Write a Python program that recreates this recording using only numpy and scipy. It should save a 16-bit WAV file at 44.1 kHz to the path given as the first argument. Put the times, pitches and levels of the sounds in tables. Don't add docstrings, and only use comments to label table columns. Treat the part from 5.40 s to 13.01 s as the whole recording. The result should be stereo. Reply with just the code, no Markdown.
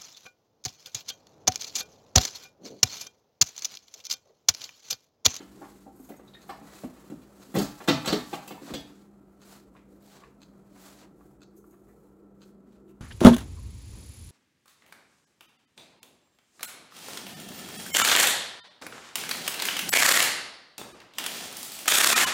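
import sys
import numpy as np
from scipy import signal
from scipy.fft import rfft, irfft
from scipy.io import wavfile
from scipy.ndimage import uniform_filter1d

SR = 44100
rng = np.random.default_rng(int(sys.argv[2]) if len(sys.argv) > 2 else 0)


def log_audio(samples):
    frames = np.atleast_2d(samples).T
    limited = np.clip(frames, -1, 1)
    pcm = np.round(limited * 32767).astype(np.int16)
    wavfile.write(sys.argv[1], SR, pcm)


def invert_db(level):
    return 10 ** (np.asarray(level, dtype=float) / 20)


N = 335547


def rms_one(x):
    return x / np.sqrt(np.mean(x ** 2) + 1e-20)


def at_hz(points, hz):
    table_hz, values = np.transpose(points)
    return np.interp(np.log(hz), np.log(table_hz), values)


def drift(rate_hz):
    r = np.exp(-80 * np.pi * rate_hz / SR)
    noise = rng.standard_normal(N // 40 + 2002)
    slow = rms_one(signal.lfilter([1], [1, -2 * r, r * r], noise)[2000:])
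    return np.interp(np.arange(N) / 40, np.arange(len(slow)), slow)


def ring(clicks, hz, t60_s):
    r, w = invert_db(-60 / (t60_s * SR)), 2 * np.pi * hz / SR
    return signal.lfilter([0, np.sin(w)], [1, -2 * r * np.cos(w), r * r], clicks + 1e-18)


def rattle(starts_s, length_s, count):
    place = rng.random((len(starts_s), count)) - 0.15
    place[:, 0] = 0
    times = np.asarray(starts_s)[:, None] + length_s * 2 * place
    weaker_db = np.where(place >= 0, -14 * place, 50 * place - 4)
    return times.ravel(), weaker_db.ravel()[:, None]


def strike(times, levels_db, modes, uneven_db, size=N):
    at = np.clip((np.asarray(times) * SR).astype(int), 0, size - 1)
    luck = rng.standard_normal((len(at), len(modes), 2))
    sizes = invert_db(levels_db + uneven_db * luck[..., 0]) * np.sign(luck[..., 1])
    out = np.zeros(size)
    for k, (hz, db, t60_s) in enumerate(modes):
        out += ring(np.bincount(at, sizes[:, k], size) * invert_db(db), hz, t60_s)
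    return out


# (frequency [Hz], left-right correlation)
LIKENESS = [(60, 0.93), (130, 0.95), (190, 0.93), (270, 0.73), (500, 0.51), (1000, 0.044), (16000, 0.093)]
# (frequency [Hz], left minus right [dB])
LEAN = [(60, -5.5), (180, 3), (550, -7.5), (1650, -3), (4970, -3), (15000, -0.5)]


def bands(size):
    edges_hz = 25 * 2 ** np.arange(0, 9.6, 1 / 3)
    opposite = np.array([[1], [-1]])
    white = rng.standard_normal((2, 2, size))
    for k, (low, high) in enumerate(zip(edges_hz, edges_hz[1:])):
        band_pass = signal.butter(2, [low, high], "band", fs=SR, output="sos")
        mid, side = signal.sosfilt(band_pass, white[k % 2])
        hz = np.sqrt(low * high)
        alike = np.clip(at_hz(LIKENESS, hz), -1, 1)
        both = np.sqrt(1 + alike) * mid + np.sqrt(1 - alike) * side * opposite
        yield hz, both * invert_db(at_hz(LEAN, hz) / 2 * opposite)


# (frequency [Hz], t60 [s])
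ROOM_T60 = [(100, 0.38), (300, 0.21), (1000, 0.35), (4000, 0.32), (12000, 0.26)]


def room(x, wet_db):
    evenness = 0.85
    t = np.arange(SR // 2) / SR
    early = (1 + invert_db(11.5 - 60 * t / 0.023)) * (1 - np.exp(-t / 0.0019))
    echoes = 0
    for hz, band in bands(len(t)):
        fade = early * invert_db(-60 * t / at_hz(ROOM_T60, hz))
        band_power = np.mean((band.mean(axis=0) * fade) ** 2)
        echoes = echoes + band * fade * np.sqrt(hz * np.mean(fade ** 2) / band_power)
    spectrum = rfft(echoes, 2 * len(t))
    power = np.abs(spectrum.mean(axis=0)) ** 2 + 1e-12
    ripple = uniform_filter1d(power, size=7) / uniform_filter1d(power, size=300)
    echoes = irfft(spectrum * ripple ** (-evenness / 2))[:, :len(t)]
    echoes = echoes * invert_db(wet_db) / np.sqrt(np.mean(np.sum(echoes ** 2, axis=1)))
    return x + signal.oaconvolve(echoes, x[None], axes=1)[:, :N]


# (frequency [Hz], density [dB per Hz])
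HOUSE = [(15, -56), (25, -34.5), (59, -14), (92, -39.5), (105, -18), (195, -12), (223, -15.5), (317, -6),
         (344, -5.5), (373, -12), (840, -27), (962, -32), (1370, -52.5), (1560, -65), (16000, -102.5)]


def house_murmur():
    murmur = 0
    for hz, band in bands(N):
        murmur = murmur + band * invert_db(at_hz(HOUSE, hz) + 2.8 * drift(2.3))
    return invert_db(-58) * rms_one(murmur)


# (frequency [Hz], width [Hz], level [dB])
HUM = [(60, 39, -70), (137, 72, -71), (297, 44, -70), (1336, 150, -78.5)]


def appliance_hum():
    motor_hz, motor_db = 198.4 + 3.6 * drift(7.6), -58.5 + 1.7 * drift(2.4)
    out = invert_db(motor_db) * np.sin(2 * np.pi * np.cumsum(motor_hz) / SR)
    for hz, width_hz, db in HUM:
        t60_s = 4.0 / width_hz
        once = ring(rng.standard_normal(N), hz, t60_s)
        out = out + invert_db(db) * rms_one(ring(once, hz, t60_s))
    return out * invert_db([[-1.2], [1.2]])


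# (time [s], rustle level [dB])
BUSTLE = [(0, -74.5), (.45, -94.5), (1.1, -76.5), (1.6, -75), (1.85, -83), (2.1, -68), (2.9, -60),
          (3.08, -69), (3.55, -86.5), (3.8, -96.5), (5.2, -92.5), (6.2, -102.5), (7.61, -100)]
# (level over the busy rustle [dB], share of its swing)
RUSTLE = [(11, 0.4), (-1, 0.83), (4.5, .7)]
# (peak time [s], length [s], level [dB], brightness [dB],
# hiss lead [share of length])
SCUFFS = [(0.224, 0.57, -73.5, 3.5, -0.073), (0.68, 0.31, -82, 13.5, .1), (1.353, 0.28, -66.5, 3, -0.12),
          (2.046, 0.078, -90, 0.5, -.1), (2.935, 0.093, -61.5, 2.5, -0.14), (3.303, 0.2, -59, -3.5, 0.04),
          (3.511, 0.27, -76.5, -5, -0.19), (3.963, 0.11, -93, 7.5, 0.12), (4.13, 0.24, -67, 2.5, .05),
          (4.381, 0.093, -86, -23.5, -0.0017), (4.526, 0.15, -87, 9, -0.038),
          (4.772, 0.28, -68, -1.5, 0.19), (5.48, 0.33, -66, 2.5, 0.023), (5.647, 0.15, -70.5, -12, 0.58),
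          (5.817, 0.267, -89.5, 12, -0.098), (6.18, 0.052, -88, 23, -0.0055), (6.284, 0.29, -97, 23, 0.029),
          (6.544, 0.56, -92.5, 14, 0.022), (7.066, 0.19, -86.5, 7.5, 0.069), (7.345, 0.16, -84, -3, 0.079),
          (7.496, 0.085, -95.5, 16, -0.029)]


def sliding_levels(t):
    busy_db = -78
    rise_db, fall_db = 20, 14.5
    swing_db = np.interp(t, *np.transpose(BUSTLE)) - busy_db
    s, length, db, bright_db, lead = np.transpose(SCUFFS)[..., None]
    peaks_db = [db + 6, db, db + bright_db]
    levels = []
    for k, (over_db, share) in enumerate(RUSTLE):
        place = 2 * (t - s) / length + lead * k
        loss_db = np.where(place < 0, rise_db, fall_db) * np.abs(place) ** 1.87
        scuff_power = np.sum(invert_db(2 * (peaks_db[k] - loss_db)), axis=0)
        rustle_power = invert_db(2 * (busy_db + over_db + share * swing_db))
        levels.append(10 * np.log10(scuff_power + rustle_power))
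    return np.array(levels)


# (frequency [Hz], level [dB])
SLIDE_COLOUR = [(400, -4), (1200, -2), (2000, -4), (2900, -2.5), (4000, 1.5), (9000, 3.5), (16000, -9.5)]


def sliding():
    coarse_t, t = np.arange(0, N / SR, 0.004), np.arange(N) / SR
    levels = sliding_levels(coarse_t) - 10 * np.log10([[1300], [3500], [6500]])
    grain_db = 0.62 * (drift(12) + 2.3 * drift(40))
    out = 0
    for hz, band in bands(N):
        if hz <= 300:
            continue
        position = np.interp(np.log(hz), np.log([1200, 4000, 11000]), [0, 1, 2])
        db = sum(max(0, 1 - abs(position - k)) * level for k, level in enumerate(levels))
        out = out + band * invert_db(np.interp(t, coarse_t, db) + at_hz(SLIDE_COLOUR, hz) + grain_db)
    return out * np.sqrt(SR / 2) * invert_db(3.5)


# (frequency [Hz], level [dB])
ZONES = [(280, 2.5), (1100, -19.5), (3600, -27), (9000, -35.5)]
# (frequency [Hz], level [dB], t60 [s])
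CHAIR = [(219, -33, 0.79), (280, 8.5, 0.82), (413, -2.5, 0.9), (520, -15, 0.15), (555, -15, 0.3),
         (660, -22, 0.2), (774, -16, 0.5), (1180, -26, 0.59), (1265, -27, 0.33), (1760, -27, 0.17),
         (2000, -33.5, 0.099), (2650, -37.5, 0.13), (3620, -41.5, 0.17), (4300, -40.5, 0.12)]
# (frequency [Hz], level [dB])
CRACK = [(170, -19.5), (280, -7), (430, -23), (760, -4), (1200, -15), (2200, -12.5), (4400, -8),
         (15000, 2.5)]


def contacts(table, ring_share, ring_db, count=14):
    thud_hz, thud_fall_db_per_oct = 272.2, 8.5
    softer_db_per_oct, harder_db_per_oct = 3, 22.5
    rows = np.array(table)
    times, weaker_db = rattle(rows[:, 0], 0.009, count)
    modes = [(hz, db + ring_db - at_hz(ZONES, hz), ring_share * min(t60_s, 0.5)) for hz, db, t60_s in CHAIR]
    modes += [(hz, at_hz(CRACK, hz), 3.8 / hz) for hz in np.geomspace(170, 15500, 28)]
    octave = np.log2([hz / 1000 for hz, _, _ in modes])
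    over_thud = np.maximum(octave - np.log2(thud_hz / 1000), 0)
    thud_db = rows[:, 1:2] - thud_fall_db_per_oct * over_thud
    off = octave - rows[:, 3:]
    frame_db = rows[:, 2:3] - np.where(off > 0, harder_db_per_oct * off, -softer_db_per_oct * off)
    colour_db = np.repeat(np.maximum(thud_db, frame_db), count, axis=0)
    blows = strike(times, colour_db + weaker_db, modes, uneven_db=2.0)
    return signal.sosfilt(signal.butter(4, 150, "high", fs=SR, output="sos"), blows)


def lone_rings(table):
    out, lead = np.zeros(N + SR), SR // 50
    for s, hz, db, t60_s, length_s in table:
        times, weaker_db = rattle([lead / SR], length_s, count=8)
        cluster = [(hz * 0.9, -3, t60_s / 4), (hz, 0, t60_s), (hz * 1.12, -2, t60_s / 4)]
        sound = strike(times, weaker_db, cluster, uneven_db=2, size=SR // 3)
        sound = signal.sosfilt(signal.butter(4, hz * 0.6, "high", fs=SR, output="sos"), sound)
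        out[int(s * SR):][:len(sound)] += invert_db(db) * sound / np.abs(sound).max()
    return out[lead:N + lead]


# (time [s], seat thud peak [dB], frame peak [dB], hardness [octaves over 1 kHz])
SHIFTS = [(0.002, -37, -37, 1.67), (0.215, -40.5, -37, -1.13), (0.235, -54, -49, -3.5),
          (0.466, -64, -38, -2), (0.599, -49, -53, 0), (0.692, -39, -38, 6), (0.697, -37.5, -35, -0.64),
          (0.795, -40.5, -47, 0.5), (0.874, -62, -55.5, 2.7), (0.934, -71, -52.5, 1),
          (1.093, -53, -30.5, 1.28), (1.096, -70, -43, 3), (1.213, -35.5, -65, -0.1), (1.436, -34, -37, 1),
          (1.565, -61, -45, 1.5), (1.639, -42, -51.5, 1.5), (1.7, -38.5, -47, 3), (1.719, -34.5, -56, 0),
          (1.818, -65, -47.5, 3), (3.077, -43.5, -37.5, 3.5), (3.108, -28, -32, 1.46),
          (3.216, -33.5, -47, 3), (3.249, -43, -40.5, -7), (3.28, -41, -39.5, 0), (3.302, -32.5, -40, 0.5),
          (3.338, -30.5, -26, 2.5), (3.358, -36, -48, 7), (3.419, -69, -60, -9), (3.498, -45, -56.5, -3)]
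# (time [s], seat thud peak [dB], frame peak [dB], hardness [octaves over 1 kHz])
CLASHES = [(2.143, -19.5, -29, 3.5), (2.154, -22, -22, 0.24), (2.162, -45, -20.5, 2.5),
           (2.168, -19.5, -21, -1), (2.185, -54, -21.5, 3), (2.198, -25.5, -25.5, 0.2),
           (2.216, -29.5, -28.5, 3), (2.405, -50, -31.5, 1.1), (2.476, -41, -21.5, 2.5),
           (2.484, -12.5, -9.5, 2), (2.491, -22.5, -17, 0.7), (2.647, -50, -28.5, 1.9),
           (2.658, -32.5, -24, 2.5), (2.675, -32, -15.5, 2.5), (2.704, -23, -23, -0.5),
           (2.726, -21, -16, 2.11), (2.827, -62, -39.5, -2.1), (2.931, -31, -25.5, 1.8),
           (2.941, -45, -30.5, 0.95)]
# (time [s],
# frequency [Hz], peak [dB], t60 [s], rattle length [s])
RINGS = [(0.599, 260, -41, 0.28, 0.0036), (0.878, 3900, -51, 0.015, 0.018),
         (0.939, 3700, -41.5, 0.011, 0.016), (0.234, 2000, -53.5, 0.017, 0.031),
         (0.24, 1030, -42.5, 0.017, 0.031), (0.467, 520, -48.5, 0.036, 0.017), (0.47, 1100, -62, .015, .02),
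         (2.165, 167, -31, 0.13, 0.015), (0.949, 1830, -47, 0.018, 0.019), (1.095, 70, -58, 0.11, 0.012),
         (1.27, 1960, -53.5, 0.12, 0.13), (1.436, 65, -52, .12, 0.0084), (1.437, 266, -30, 0.094, .012),
         (1.721, 270, -31, 0.12, 0.014), (2.149, 1950, -34, 0.035, 0.0098),
         (2.932, 149, -45, 0.051, 0.0087), (3.338, 2600, -49, .01, .02), (3.34, 3840, -35, 0.012, 0.018),
         (6.168, 6270, -57.5, 0.017, .006), (2.165, 205.5, -22.5, 0.13, 0.0082),
         (2.167, 42.4, -42, 0.16, 0.03), (2.185, 7700, -35, 0.011, 0.028), (2.188, 413, -23, 0.033, 0.013),
         (2.484, 235.5, -14.5, 0.073, 0.0026), (2.484, 3880, -15.5, 0.005, 0.013),
         (2.661, 7860, -23.5, .008, 0.011), (2.676, 4375, -15.5, 0.008, 0.011),
         (2.69, 60, -38, 0.064, 0.012), (2.725, 311, -15, 0.05, 0.0031), (2.927, 322, -33, 0.077, 0.003),
         (3.307, 220, -36.5, 0.07, 0.0086), (3.315, 81.6, -36.5, 0.1, 0.0081),
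         (3.353, 3430, -50, 0.08, 0.038), (4.366, 2180, -49, 0.0031, 0.022),
         (4.4, 1175, -61.5, 0.057, 0.0062), (5.809, 1092, -53, 0.012, 0.008),
         (6.242, 1240, -51, 0.022, 0.004), (7.481, 2650, -60, 0.0071, 0.018),
         (0.001, 334, -40, 0.044, 0.0063), (0.215, 786, -40, 0.026, 0.022),
          (0.217, 565, -59, 0.036, 0.0094), (0.222, 1660, -54, 0.022, 0.04),
          (0.463, 781, -46.5, 0.13, 0.016), (0.688, 600, -47, 0.026, .012), (0.797, 650, -50.5, .015, .003),
          (1.094, 783, -40.5, 0.085, 0.013), (1.095, 1140, -39, 0.026, .015),
          (1.095, 2650, -46.5, .006, 0.0008), (1.098, 1780, -42, 0.013, 0.0058),
          (1.435, 580, -38, .02, .012), (1.728, 595, -59, .04, 0.0033), (2.166, 787, -32.5, 0.11, 0.038),
          (2.486, 514, -25.5, 0.14, .01), (2.488, 760, -34.5, 0.087, 0.011),
          (2.501, 1310, -26.5, .04, 0.011), (2.5, 2020, -31, 0.025, 0.017), (2.646, 898, -43, .015, 0.0053),
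          (2.678, 656, -28, 0.049, 0.024), (2.726, 423, -24, 0.2, 0.0084), (2.727, 660, -25.5, 0.051, .006),
          (2.931, 765, -28.5, 0.029, 0.0074), (2.932, 423, -36, 0.027, 0.0048),
          (2.939, 1180, -32, 0.016, 0.0043), (3.082, 2640, -43.5, .012, 0.0022),
          (3.103, 1170, -44.5, 0.02, .008), (3.178, 950, -41.5, .015, 0.0026),
          (3.293, 1930, -45.5, .03, 0.01), (4.352, 1070, -50.5, 0.013, .004),
          (4.82, 1170, -50, 0.011, 0.0063), (4.833, 1110, -46, .03, 0.0077),
          (4.838, 1760, -46, 0.016, 0.0048), (4.837, 2600, -53.5, .02, .004),
          (6.33, 2600, -68, 0.016, 0.0074), (6.342, 1200, -54, .015, 0.0029), (6.47, 1200, -62, .03, 0.019),
          (6.49, 1895, -61.5, 0.021, .02)]


def folding_chairs():
    blows = contacts(SHIFTS + CLASHES, ring_share=0.13, ring_db=-22.5)
    parts = lone_rings(RINGS)
    return (room(blows, wet_db=7.0) + room(parts, wet_db=-1.5)) * invert_db([[-0.6], [0.6]])


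# (time [s], level [dB])
TICK = [
    (.007, -3.5),
    (0.018, 6.5),
    (.028, 4.5),
    (0.033, 5),
]
# (frequency [Hz], level [dB], t60 [s])
CLOCK = [(1388, -3.5, 0.009), (2600, -11, 0.016), (3300, -7.5, 0.0052), (4200, -1, 0.0058),
         (4470, 1.5, 0.004), (5340, -5.5, 0.0086), (6460, 0, 0.0078), (7270, -1.5, 0.0036),
         (10740, -15.5, 0.0016), (13690, -13.5, 0.0015)]


def clock():
    lag, db = np.transpose(TICK)
    starts = (np.arange(8)[:, None] + lag).ravel()
    times, weaker_db = rattle(starts, 0.007, count=6)
    levels_db = np.repeat(np.tile(db, 8), 6)[:, None] + weaker_db - 58
    return strike(times, levels_db, CLOCK, uneven_db=1.5)


# (time [s], peak [dB])
JINGLES = [(0.5606, -41), (0.5994, -38), (0.6484, -35), (0.6894, -46), (0.7664, -36), (1.0794, -32),
           (2.832, -40), (3.079, -42), (3.113, -44), (3.4, -77.5), (6.1644, -39.5), (6.2644, -46),
           (6.3094, -40), (6.4832, -55)]
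# (frequency [Hz], level [dB], t60 [s])
CHAIN = [(6640, -4, 0.045), (8100, -10, 0.022), (8880, -7, 0.029), (11230, -19, 0.022), (13010, -9.5, 0.03),
         (14250, -24, .02)]


def chain():
    s, db = np.transpose(JINGLES)
    times, weaker_db = rattle(s, 0.012, count=4)
    return strike(times, np.repeat(db, 4)[:, None] + weaker_db - 21.0, CHAIN, uneven_db=4.5)


# (time [s], frequency [Hz], peak [dB], t60 [s])
PINGS = [(3.348, 3300, -46, .24), (3.349, 3408, -45, .29), (0.5994, 13010, -62, .12),
         (0.56, 8100, -64, .06), (0.647, 6620, -53, .13), (0.692, 9000, -60, .04), (0.765, 13010, -62, .04),
         (0.768, 8250, -64, .08), (3.112, 13100, -55, .05), (3.112, 14800, -57, .05),
         (3.12, 11000, -59, .04), (3.03, 6700, -60, .06), (1.028, 4300, -48, .008),
         (1.029, 7000, -56, .005), (3.078, 2550, -45, .02), (3.078, 10500, -52, .004),
         (6.165, 13000, -66, .04)]


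def pings():
    return sum(invert_db(db) * ring(np.arange(N) == int(s * SR), hz, t60_s) for s, hz, db, t60_s in PINGS)


# (time [s], frequency [Hz], peak [dB], t60 [s], rattle length
# [s])
FURTHER_RINGS = [(0.69, 10900, -55, .03, .005), (0.69, 14700, -54.5, .02, .006), (0.703, 400, -39, .03, .004),
                 (0.725, 560, -45, .03, .015), (1.102, 2766, -59, .15, 0.0084), (1.122, 990, -40, .02, .008),
                 (1.3, 1890, -60.5, .2, 0.067), (1.36, 2580, -56, .08, .04), (2.164, 4200, -30, .006, .006),
                 (2.195, 350.8, -27.5, .04, .01), (2.479, 5600, -26.5, .01, .014),
                 (2.48, 1498, -20.5, .008, 0.0086), (2.489, 3005, -29, .006, 0.0091),
                 (2.493, 4400, -22, .008, .01), (2.669, 3300, -29, .006, .006), (2.678, 6970, -29, .008, .012),
                 (2.687, 4700, -21, .008, .018), (2.69, 1288, -26, .012, .02), (2.7, 4090, -24.5, .01, .018),
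                 (2.703, 5203, -29.5, .008, .018), (3.078, 7700, -40, .004, .004),
                 (3.243, 11880, -49, .003, 0.017), (3.337, 13380, -41, .003, .004),
                 (3.338, 10540, -43, .003, .003), (3.337, 5800, -43, .004, .004), (2.17, 330, -24, 0.035, 0.01),
                 (2.49, 279, -24, 0.13, .006), (3.398, 13180, -51, .01, .012), (3.408, 11010, -51.5, .025, .005),
                 (2.486, 160.1, -24, .1, 0.0052), (2.677, 4460, -21, .012, .008), (0.795, 1000, -53, .015, .006),
                 (0.218, 1390, -47, .02, .015), (0.72, 2000, -51, .02, .02), (2.486, 4200, -20.5, .006, .02),
                 (2.674, 4200, -23.5, .006, .01), (0.24, 1900, -53.5, .015, .03), (2.71, 3600, -28, .006, 0.023),
                 (3.255, 14060, -52, .002, .025), (0.936, 4300, -51, .006, .02)]


def further_rings():
    return lone_rings(FURTHER_RINGS)


# (time [s], thud peak [dB], click peak [dB], hardness [octaves over 1 kHz])
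TAPS = [(3.813, -52, -61.5, 0.58), (4.358, -60, -51, 0.33), (4.625, -63, -55.5, 4),
        (4.836, -70, -54.5, 0.89), (5.359, -66, -42, 1.06), (5.412, -51, -46, 5.2), (5.8, -56, -53.5, 0.63),
        (6.16, -65, -67, 2.85), (6.238, -61, -67, 0.068), (6.325, -71, -53, 0.56), (6.478, -67, -57, 0.53),
        (7.478, -57, -67, 1.66)]


def footsteps():
    return contacts(TAPS, ring_share=0.037, ring_db=-52.0)


def scene():
    background = house_murmur() + appliance_hum() + sliding()
    ticks = room(clock(), wet_db=-11.0) * invert_db([[-3], [3]])
    rings_and_links = room(chain() + pings() + further_rings(), wet_db=-1.0)
    steps = room(footsteps(), wet_db=2.0)
    return background + folding_chairs() + ticks + rings_and_links + steps


def low_pass(x):
    return signal.sosfilt(signal.butter(12, 16590, fs=SR, output="sos"), x)


# (frequency [Hz], level [dB])
MIC = [(3000, 1), (4300, 3), (5200, -0.5), (7600, 1), (8100, 0.5), (8500, -6), (15000, 4.5)]


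def record(dry):
    left_lag_s, top_hz = 0.00009, 15850
    hz = np.maximum(np.fft.rfftfreq(N, 1 / SR), 1)
    spacing = np.exp(-2j * np.pi * hz * [[left_lag_s], [0]])
    x = irfft(rfft(dry) * invert_db(at_hz(MIC, hz)) * (hz < top_hz) * spacing, N)
    mix = signal.sosfilt(signal.butter(2, 40, "high", fs=SR, output="sos"), x)
    return low_pass(mix)


dry = scene()
out = record(dry)
log_audio(out)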